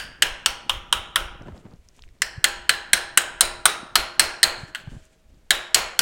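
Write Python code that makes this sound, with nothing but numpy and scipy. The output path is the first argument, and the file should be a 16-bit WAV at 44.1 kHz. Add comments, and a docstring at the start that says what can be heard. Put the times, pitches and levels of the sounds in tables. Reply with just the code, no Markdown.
"""Sharp metallic blows ring out in groups, with pauses between: a hammer taps a curved steel strip onto a steel pipe.
Each blow excites damped modes of the hand-held strip, sets the pipe humming and jolts the frame under it.
The workshop answers with diffuse echoes made of decaying noise. A leather glove shifts the strip: ticks and
rustle. Dull puffs of air bump the microphone, over low buffeting and a faint hiss; overload squashes the peaks."""
import sys
import numpy as np
from scipy import signal
from scipy.fft import rfft, irfft, next_fast_len
from scipy.io import wavfile
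from scipy.ndimage import map_coordinates

SR = 44100
rng = np.random.default_rng(int(sys.argv[2]) if len(sys.argv) > 2 else 0)


def generate_wav(signal):
    """Clip the signal to [-1, 1] and save it as 16-bit WAV at the path in sys.argv[1]."""
    frames = np.transpose(np.atleast_2d(signal))
    scaled = np.clip(frames, -1, 1) * 32767
    pcm = np.round(scaled).astype(np.int16)
    wavfile.write(sys.argv[1], SR, pcm)


N = 265261

# Blows; grip and strike point move three strip modes and share out the energy. Each row: start in seconds,
# first, third and sixth mode in Hz, levels in dB of the first, second, third and upper modes, rebound in dB
# relative to the blow, then levels in dB of the frame, the pipe and the puff of air.
BLOWS = [(-0.015, 1722, 4690, 8760, -22, -24.5, -25.5, -27, -4, -34, -49.5, -42),
         (0.222, 1770, 4100, 8300, -16, -14, -25, -21.5, -12, -23.5, -34, -37),
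         (0.46, 1370, 4390, 8320, -23.5, -18, -25.5, -21, -20, -26, -34.5, -40.5),
         (0.695, 1100, 3640, 8670, -25, -19.5, -37, -31, -14, -30.5, -35.5, -35.5),
         (0.926, 1194, 3830, 8770, -20, -17, -24.5, -25.5, -16, -27, -34, -34.5),
         (1.158, 1340, 3890, 9170, -18.5, -19.5, -29.5, -24.5, -14, -26, -33.5, -36.5),
         (2.219, 1940, 4170, 8080, -18.5, -28.5, -28.5, -24.5, -18, -33, -43, -54.5),
         (2.442, 1810, 4240, 8350, -15, -18, -19.5, -16.5, -15.5, -25, -32, -46),
         (2.693, 1830, 4080, 8270, -13, -19.5, -17.5, -19, -15.5, -25, -36, -42.5),
         (2.932, 1830, 4080, 8630, -12.5, -20, -16.5, -16, -18.5, -22.5, -34, -44),
         (3.174, 1650, 3900, 8340, -13, -18, -23, -14, -19.5, -23, -35, -44),
         (3.408, 1450, 3980, 8740, -19, -23.5, -15.5, -13, -18.5, -20.5, -30.5, -42.5),
         (3.655, 1316, 3820, 9000, -13.5, -24, -14.5, -16.5, -13, -20, -35, -46),
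         (3.955, 1390, 4210, 8300, -16, -18, -15, -17.5, -15.5, -19.5, -34.5, -40.5),
         (4.195, 1740, 4220, 8470, -15.5, -21.5, -13.5, -14.5, -16.5, -17.5, -34.5, -43.5),
         (4.43, 1870, 4230, 8200, -15.5, -22, -11, -16, -9, -18.5, -35, -42),
         (4.748, 1700, 4260, 8100, -30, -32, -39.5, -42, -9, -40.5, -70, -56),
         (5.506, 1856, 3800, 8270, -15.5, -19, -15, -15.5, -13.5, -21.5, -39.5, -42.5),
         (5.745, 1900, 4260, 8140, -24, -18, -15, -15, -18, -15.5, -40, -46),
         (5.991, 1650, 4410, 8300, -20.5, -20, -19.5, -18.5, -22, -15.5, -53, -52)]
# Energy of a sound whose rms is 1 over 1/60 s, as an amplitude: it turns a blow's levels into such rms levels.
BLOW_SIZE = np.sqrt(SR / 60)


def amp(db):
    """Decibels to amplitude ratio: 20 dB is a factor of ten."""
    return 10 ** (np.asarray(db) / 20)


def unit(x):
    """Normalisation to an rms of 1."""
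    return x / np.sqrt(np.mean(x ** 2) + 1e-20)


def along(points, hz):
    """Interpolation of (Hz, value) points on a logarithmic frequency axis."""
    f, v = np.transpose(points)
    return np.interp(np.log(hz + 1), np.log(f + 1), v)


def curve(rows):
    """Linear interpolation of (seconds, value) rows, one value per sample."""
    return np.interp(np.arange(N) / SR, *np.transpose(rows))


def wobble(rate):
    """Slow random modulation: a smooth curve through `rate` random knots a second."""
    knots = rng.standard_normal(int(N * rate / SR) + 4)
    return map_coordinates(knots, [np.arange(N) * rate / SR])


def filtered(x, response):
    """Linear filtering: the spectrum of x times a complex response of frequency."""
    m = next_fast_len(x.shape[-1] + 8192)  # padding keeps the tail from wrapping round
    spectrum = rfft(x, m) * response(np.fft.rfftfreq(m, 1 / SR))
    return irfft(spectrum, m)[..., :x.shape[-1]]


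def noise(spectrum):
    """Coloured noise: white noise shaped by a (Hz, dB) spectrum, at rms 1."""
    return unit(filtered(rng.standard_normal(N), lambda hz: amp(along(spectrum, hz))))


def resonance(x, hz, width_hz, order=1):
    """Damped oscillator driven by x (order 2: steeper flanks), scaled to energy 1."""
    def response(f):
        damping = 1j * f * width_hz
        return (damping / (hz * hz - f * f + damping)) ** order

    y = filtered(x, response)
    return y / np.linalg.norm(y)


def add(track, s, sound):
    """Superposition: mix a sound into the track at s seconds, cut at both ends."""
    i = round(s * SR)
    part = sound[max(-i, 0):max(len(track) - i, 0)]
    track[max(i, 0):][:len(part)] += part


def echoes(colour, slow):
    """Diffuse reverberation: fresh noise of energy 1 in which each frequency decays at its own rate."""
    # Each row: frequency in Hz, relative decay time, which times `slow` gives the seconds to fall 60 dB.
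    decay = [(200, 0.55), (700, 1), (1800, 0.84), (4500, 0.52), (8000, 0.46), (12000, 0.34), (14000, 0.26),
             (16000, 0.34)]
    hz, t, z = signal.stft(rng.standard_normal(SR * 3 // 4), SR, nperseg=256)
    t60 = slow * along(decay, hz)[:, None]
    level_db = along(colour, hz)[:, None] - 60 * t / t60
    tail = signal.istft(z * amp(level_db), SR, nperseg=256)[1]
    return tail / np.linalg.norm(tail)


def hiss():
    """Steady broadband noise: the quiet shop."""
    # Each row: frequency in Hz, relative level in dB per Hz.
    air = [(150, -5.5), (400, 1), (1000, -8.5), (2000, -6.5), (4000, -11.5), (8000, -15.5), (11000, -19.5),
           (16000, -23.5)]
    return amp(-68.5) * noise(air)


def buffeting():
    """Turbulent air and handling at the microphone: low noise that swells after every blow."""
    # Level between puffs. Each row: time in seconds, level in dB.
    rumble = [(0, -55), (1.37, -50.5), (1.54, -45), (1.69, -47), (1.77, -56.5), (2.2, -52.5), (4.65, -57.5),
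              (4.99, -48), (5.06, -62), (5.24, -54), (6.01, -53)]
    # Its spectrum. Each row: frequency in Hz, relative level in dB per Hz.
    low = [(15, -4), (30, -0.5), (70, -7.5), (120, -20.5), (200, -98.5)]
    puff_s = 0.05  # the pushed air peaks at the microphone this long after a blow
    level = amp(curve(rumble))
    u = np.arange(SR // 2) / SR / puff_s
    for s, *_, puff_db in BLOWS:
        add(level, s, amp(puff_db) * (u * np.exp(1 - u)) ** 2)
    return level * unit(amp(4.4 * wobble(9.2)) * noise(low))


def air_bumps():
    """Low-frequency pressure pulses: each dull puff of air bumps the microphone for about one cycle."""
    # Each row: start in seconds, approximate peak level in dB, frequency in Hz.
    bumps = [(1.323, -43, 248), (1.508, -37, 103), (1.526, -31, 65), (1.653, -32.5, 199), (1.736, -37, 147),
             (2.377, -25.5, 105), (3.83, -30, 232), (4.631, -26, 128), (4.874, -24.5, 124),
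             (4.918, -33.5, 202), (4.965, -30, 115), (5.37, -50.5, 149.7)]
    out, t = np.zeros(N), np.arange(SR // 10) / SR
    for s, db, hz in bumps:
        cycles = hz * t
        swell = cycles * np.exp(-1.2 * cycles ** 2)
        # 7.5 dB makes up for the low peak of the swell
        add(out, s, amp(db + 7.5) * swell * np.sin(2 * np.pi * (cycles + 0.037)))
    return out


def leather_rub():
    """Friction noise: leather dragged over metal slips in uneven grains, in a dull and a bright band."""
    # Steady dull rub. Each row: time in seconds, level in dB.
    shuffle = [(0, -56), (.89, -54), (1.4, -51), (1.76, -63.5), (1.82, -68.5), (2.2, -62), (2.35, -59.5),
               (3.3, -56), (4.4, -57), (5.0, -62.5), (5.07, -68), (6.01, -60.5)]
    # Strokes. Each row: middle in seconds, half length in seconds, dull level in dB, bright level in dB.
    strokes = [(1.482, 0.045, -41, -68), (1.576, 0.028, -53, -62), (1.658, 0.026, -44, -73),
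               (1.733, 0.029, -51.5, -78), (1.999, .07, -70, -69), (2.38, 0.043, -58, -82),
               (3.814, .04, -53, -78), (4.615, 0.036, -47, -54), (4.688, 0.018, -58, -56),
               (4.795, 0.023, -58, -60), (4.943, 0.054, -57, -59), (5.051, .025, -74, -60.5),
               (5.125, 0.027, -68, -67), (5.35, .04, -72, -80)]
    # Spectra of the two bands. Each row: frequency in Hz, relative level in dB per Hz.
    dull_colour = [(50, -33), (110, 4), (250, -0.5), (600, -8.5), (1500, -21), (4000, -36.5), (8000, -68.5)]
    bright_colour = [(800, -20.5), (2500, -1), (5000, -7.5), (7500, -4), (10000, -14), (12500, -23.5),
                     (16000, -26.5)]
    rest_db = -77.5  # bright band between strokes
    middle, half, dull_db, bright_db = np.transpose(strokes)
    swells = np.exp(-((np.arange(N)[:, None] / SR - middle) / half) ** 2)
    dull_grains = unit(amp(2.5 * wobble(40) + 3 * wobble(200)) * noise(dull_colour))
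    bright_grains = unit(amp(2.5 * wobble(60)) * noise(bright_colour))
    dull = (amp(curve(shuffle)) + swells @ amp(dull_db)) * dull_grains
    bright = (amp(rest_db) + swells @ amp(bright_db)) * bright_grains
    return dull + bright


def strip_ticks():
    """Broad resonances struck lightly: the strip ticks on the pipe, and damping ends each tick at once."""
    # Each row: start in seconds, peak level in dB, frequency in Hz, width in Hz.
    ticks = [(1.422, -45, 6260, 2530), (1.473, -40, 1500, 2000), (1.484, -39, 880, 1500),
             (1.522, -40, 1190, 1500), (1.578, -44, 4500, 1000), (1.654, -42, 890, 2500),
             (1.71, -55, 4930, 1010), (1.737, -47, 1480, 4950), (1.76, -54, 5500, 3030),
             (1.8875, -35.5, 5370, 2500), (1.965, -46, 5980, 3470), (1.971, -48, 7000, 3460),
             (1.991, -45, 950, 600), (1.993, -40.5, 3070, 1505), (1.995, -52, 7000, 1980),
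             (2.022, -32.5, 4400, 1990), (2.038, -33.5, 2410, 2950), (2.078, -51, 2400, 1200),
             (2.089, -48, 2200, 968), (2.0895, -51, 4400, 1510), (2.187, -57.5, 3500, 2500),
             (4.874, -39, 700, 905), (4.965, -50, 700, 904), (5.053, -43.5, 7500, 2500),
             (5.345, -56, 4940, 1196)]
    out, t = np.zeros(N), np.arange(SR // 10) / SR
    for s, db, hz, width_hz in ticks:
        contact = amp(-60 * t / 0.0024) * rng.standard_normal(len(t))
        tick = resonance(contact, hz, width_hz, order=2)
        add(out, s, amp(db) * tick / np.abs(tick).max())
    return out


def frame_clang():
    """High modal density: the frame's many modes merge into decaying noise, with the bench's jolt below."""
    # Spectra of frame and bench. Each row: frequency in Hz, relative level in dB per Hz.
    clang_colour = [(150, -11), (300, -4.5), (500, 3.5), (750, 3), (1200, 1.5), (2500, 5), (5000, -7)]
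    thud_colour = [(60, -26.5), (110, -3.5), (200, -0.5), (330, -13.5), (600, -30)]
    out = np.zeros(N)
    for s, *_, frame_db, _, _ in BLOWS:
        clang = echoes(clang_colour, slow=0.61) + amp(-16) * echoes(thud_colour, slow=0.23)
        onset = 1 - np.exp(-np.arange(len(clang)) / SR / 0.011)
        add(out, s, amp(frame_db) * BLOW_SIZE * clang * onset)
    return out


def pipe_hum():
    """Modal superposition: decaying sinusoids whose strengths shift as the strike point travels along the pipe."""
    # Long modes of the pipe. Each row: frequency in Hz, relative level in dB, time to fall 60 dB in seconds,
    # change of level in dB per second of the scene.
    pipe = [(352.6, -17.5, 0.99, 2), (533, -6.5, 0.32, -3), (634, -23.5, 1, 3.5), (698, -10.5, 0.14, 3.5),
            (811, -7.5, 0.76, 0.5), (971, -9, 0.91, 0), (1073, -13.5, 0.61, 1.5), (1340, -8, .5, 1.5),
            (1390, -18.5, 0.69, 4)]
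    # Two faint modes that hang on, same columns.
    linger = [(638, -58, 2.5, 3.5), (4790, -74, 2.5, 3.5)]
    linger_db = -18  # added to the lingering modes, whatever the blow
    out, t = np.zeros(N), np.arange(SR * 3 // 2) / SR
    hz, mode_db, t60, travel_db = np.transpose(pipe + linger)
    decay = amp(mode_db[:, None] - 60 * t / t60[:, None])
    rings = decay * np.exp(2j * np.pi * hz[:, None] * t) * (1 - np.exp(-t / 0.0062))
    for s, *_, pipe_db, _ in BLOWS:
        phases = np.exp(2j * np.pi * rng.random(len(rings)))
        strengths = amp(travel_db * s + rng.normal(0, 0.43, len(rings))) * phases
        strengths *= amp([pipe_db] * len(pipe) + [linger_db] * len(linger))
        add(out, s, np.real(strengths @ rings))
    return out


def chatter(u, t60):
    """Repeated contact: envelope of a force that rises fast from u = 0 and falls 60 dB in t60 seconds."""
    return (u >= 0) * (1 - np.exp(-np.abs(u) / 0.00033)) * amp(-60 * np.abs(u) / t60)


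def shop_answer(ring):
    """Reverberation as convolution: near benches answer briefly, the far walls for long."""
    # Colour of the echoes. Each row: frequency in Hz, relative level in dB.
    walls = [(300, 8.5), (1500, -4.5), (3000, -4), (5500, 0.5), (8500, -9.5), (12000, -2.5), (15000, -10)]
    room = echoes(walls, slow=0.93) + amp(0.5) * echoes(walls, slow=0.23)
    return amp(-15) * signal.fftconvolve(ring, room)


def struck_strip():
    """Contact damping: modes are broad under the hammer, sharper once free; the shop returns the freed ring."""
    # Modes of the strip. Each row: frequency at rest in Hz, width under the hammer in Hz, width once free in Hz,
    # level within its group in dB.
    modes = [(1420, 790, 390, -1), (3038, 650, 720, 0), (4162, 780, 340, -1), (5400, 1700, 1500, -8.5),
             (6660, 1700, 600, -7.5), (8410, 2000, 1300, -0.5), (10630, 4300, 700, -12.5),
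             (13100, 8200, 3000, -16)]
    spring_back = .42  # share of the way back to its rest pitch that the lowest mode slips once free
    mode_scatter, upper_scatter_db = .03, 2.5  # spread between blows: share of frequency, upper levels
    slap_s, slap_db = .044, -27  # one wall throws the crack straight back
    rest_hz, broad_hz, sharp_hz, group_db = np.transpose(modes)
    out, short = np.zeros(N), np.arange(SR // 10) / SR
    kick = 1. * (short == 0)
    for s, pressed_hz, third_hz, sixth_hz, low_db, second_db, third_db, upper_db, rebound_db, *_ in BLOWS:
        upper_dbs = rng.normal(upper_db, upper_scatter_db, len(modes) - 3)
        gains = BLOW_SIZE * amp(group_db + [low_db, second_db, third_db, *upper_dbs])
        higher = rest_hz[1:] * (1 + mode_scatter * rng.standard_normal(len(modes) - 1))
        higher[[1, 4]] = third_hz, sixth_hz
        freed_hz = pressed_hz + spring_back * (rest_hz[0] - pressed_hz)
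        # the loose strip chatters against the pipe, lifts and lands again 7 ms later
        force = chatter(short, .018) + amp(rebound_db) * chatter(short - .007, .025)
        rattle = np.zeros(len(short))
        for hz, broad, gain in zip([pressed_hz, *higher], broad_hz, gains):
            contact = force * rng.standard_normal(len(short))
            rattle += gain * resonance(contact, hz, broad, order=2)
        # the ring that reaches the walls, neighbouring modes in opposite sign
        ring = np.zeros(len(short))
        for k, (hz, broad, sharp, gain) in enumerate(zip([freed_hz, *higher], broad_hz, sharp_hz, gains)):
            mode = resonance(kick, hz, sharp, order=2) + .5 * resonance(kick, hz, broad)
            ring += (-1) ** k * gain * mode
        add(out, s, rattle)
        add(out, s + slap_s, amp(slap_db) * rattle)
        add(out, s + 0.0037, shop_answer(ring))
    return out


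def scene():
    """Superposition of background, glove and hammer blows in one channel."""
    background = hiss() + buffeting() + air_bumps()
    glove = leather_rub() + strip_ticks()
    hammer = frame_clang() + pipe_hum() + struck_strip()
    return (background + glove + hammer)[None]


def record(dry):
    """Saturation and band limiting: peaks flatten towards 0.98, and the treble fades out."""
    top_hz = 16550  # nothing is kept above; the fade takes the 700 Hz below
    clipped = dry / (1 + np.abs(dry / .98) ** 8) ** (1 / 8)
    return filtered(clipped, lambda hz: np.clip((top_hz - hz) / 700, 0, 1))


dry = scene()
out = record(dry)
generate_wav(out)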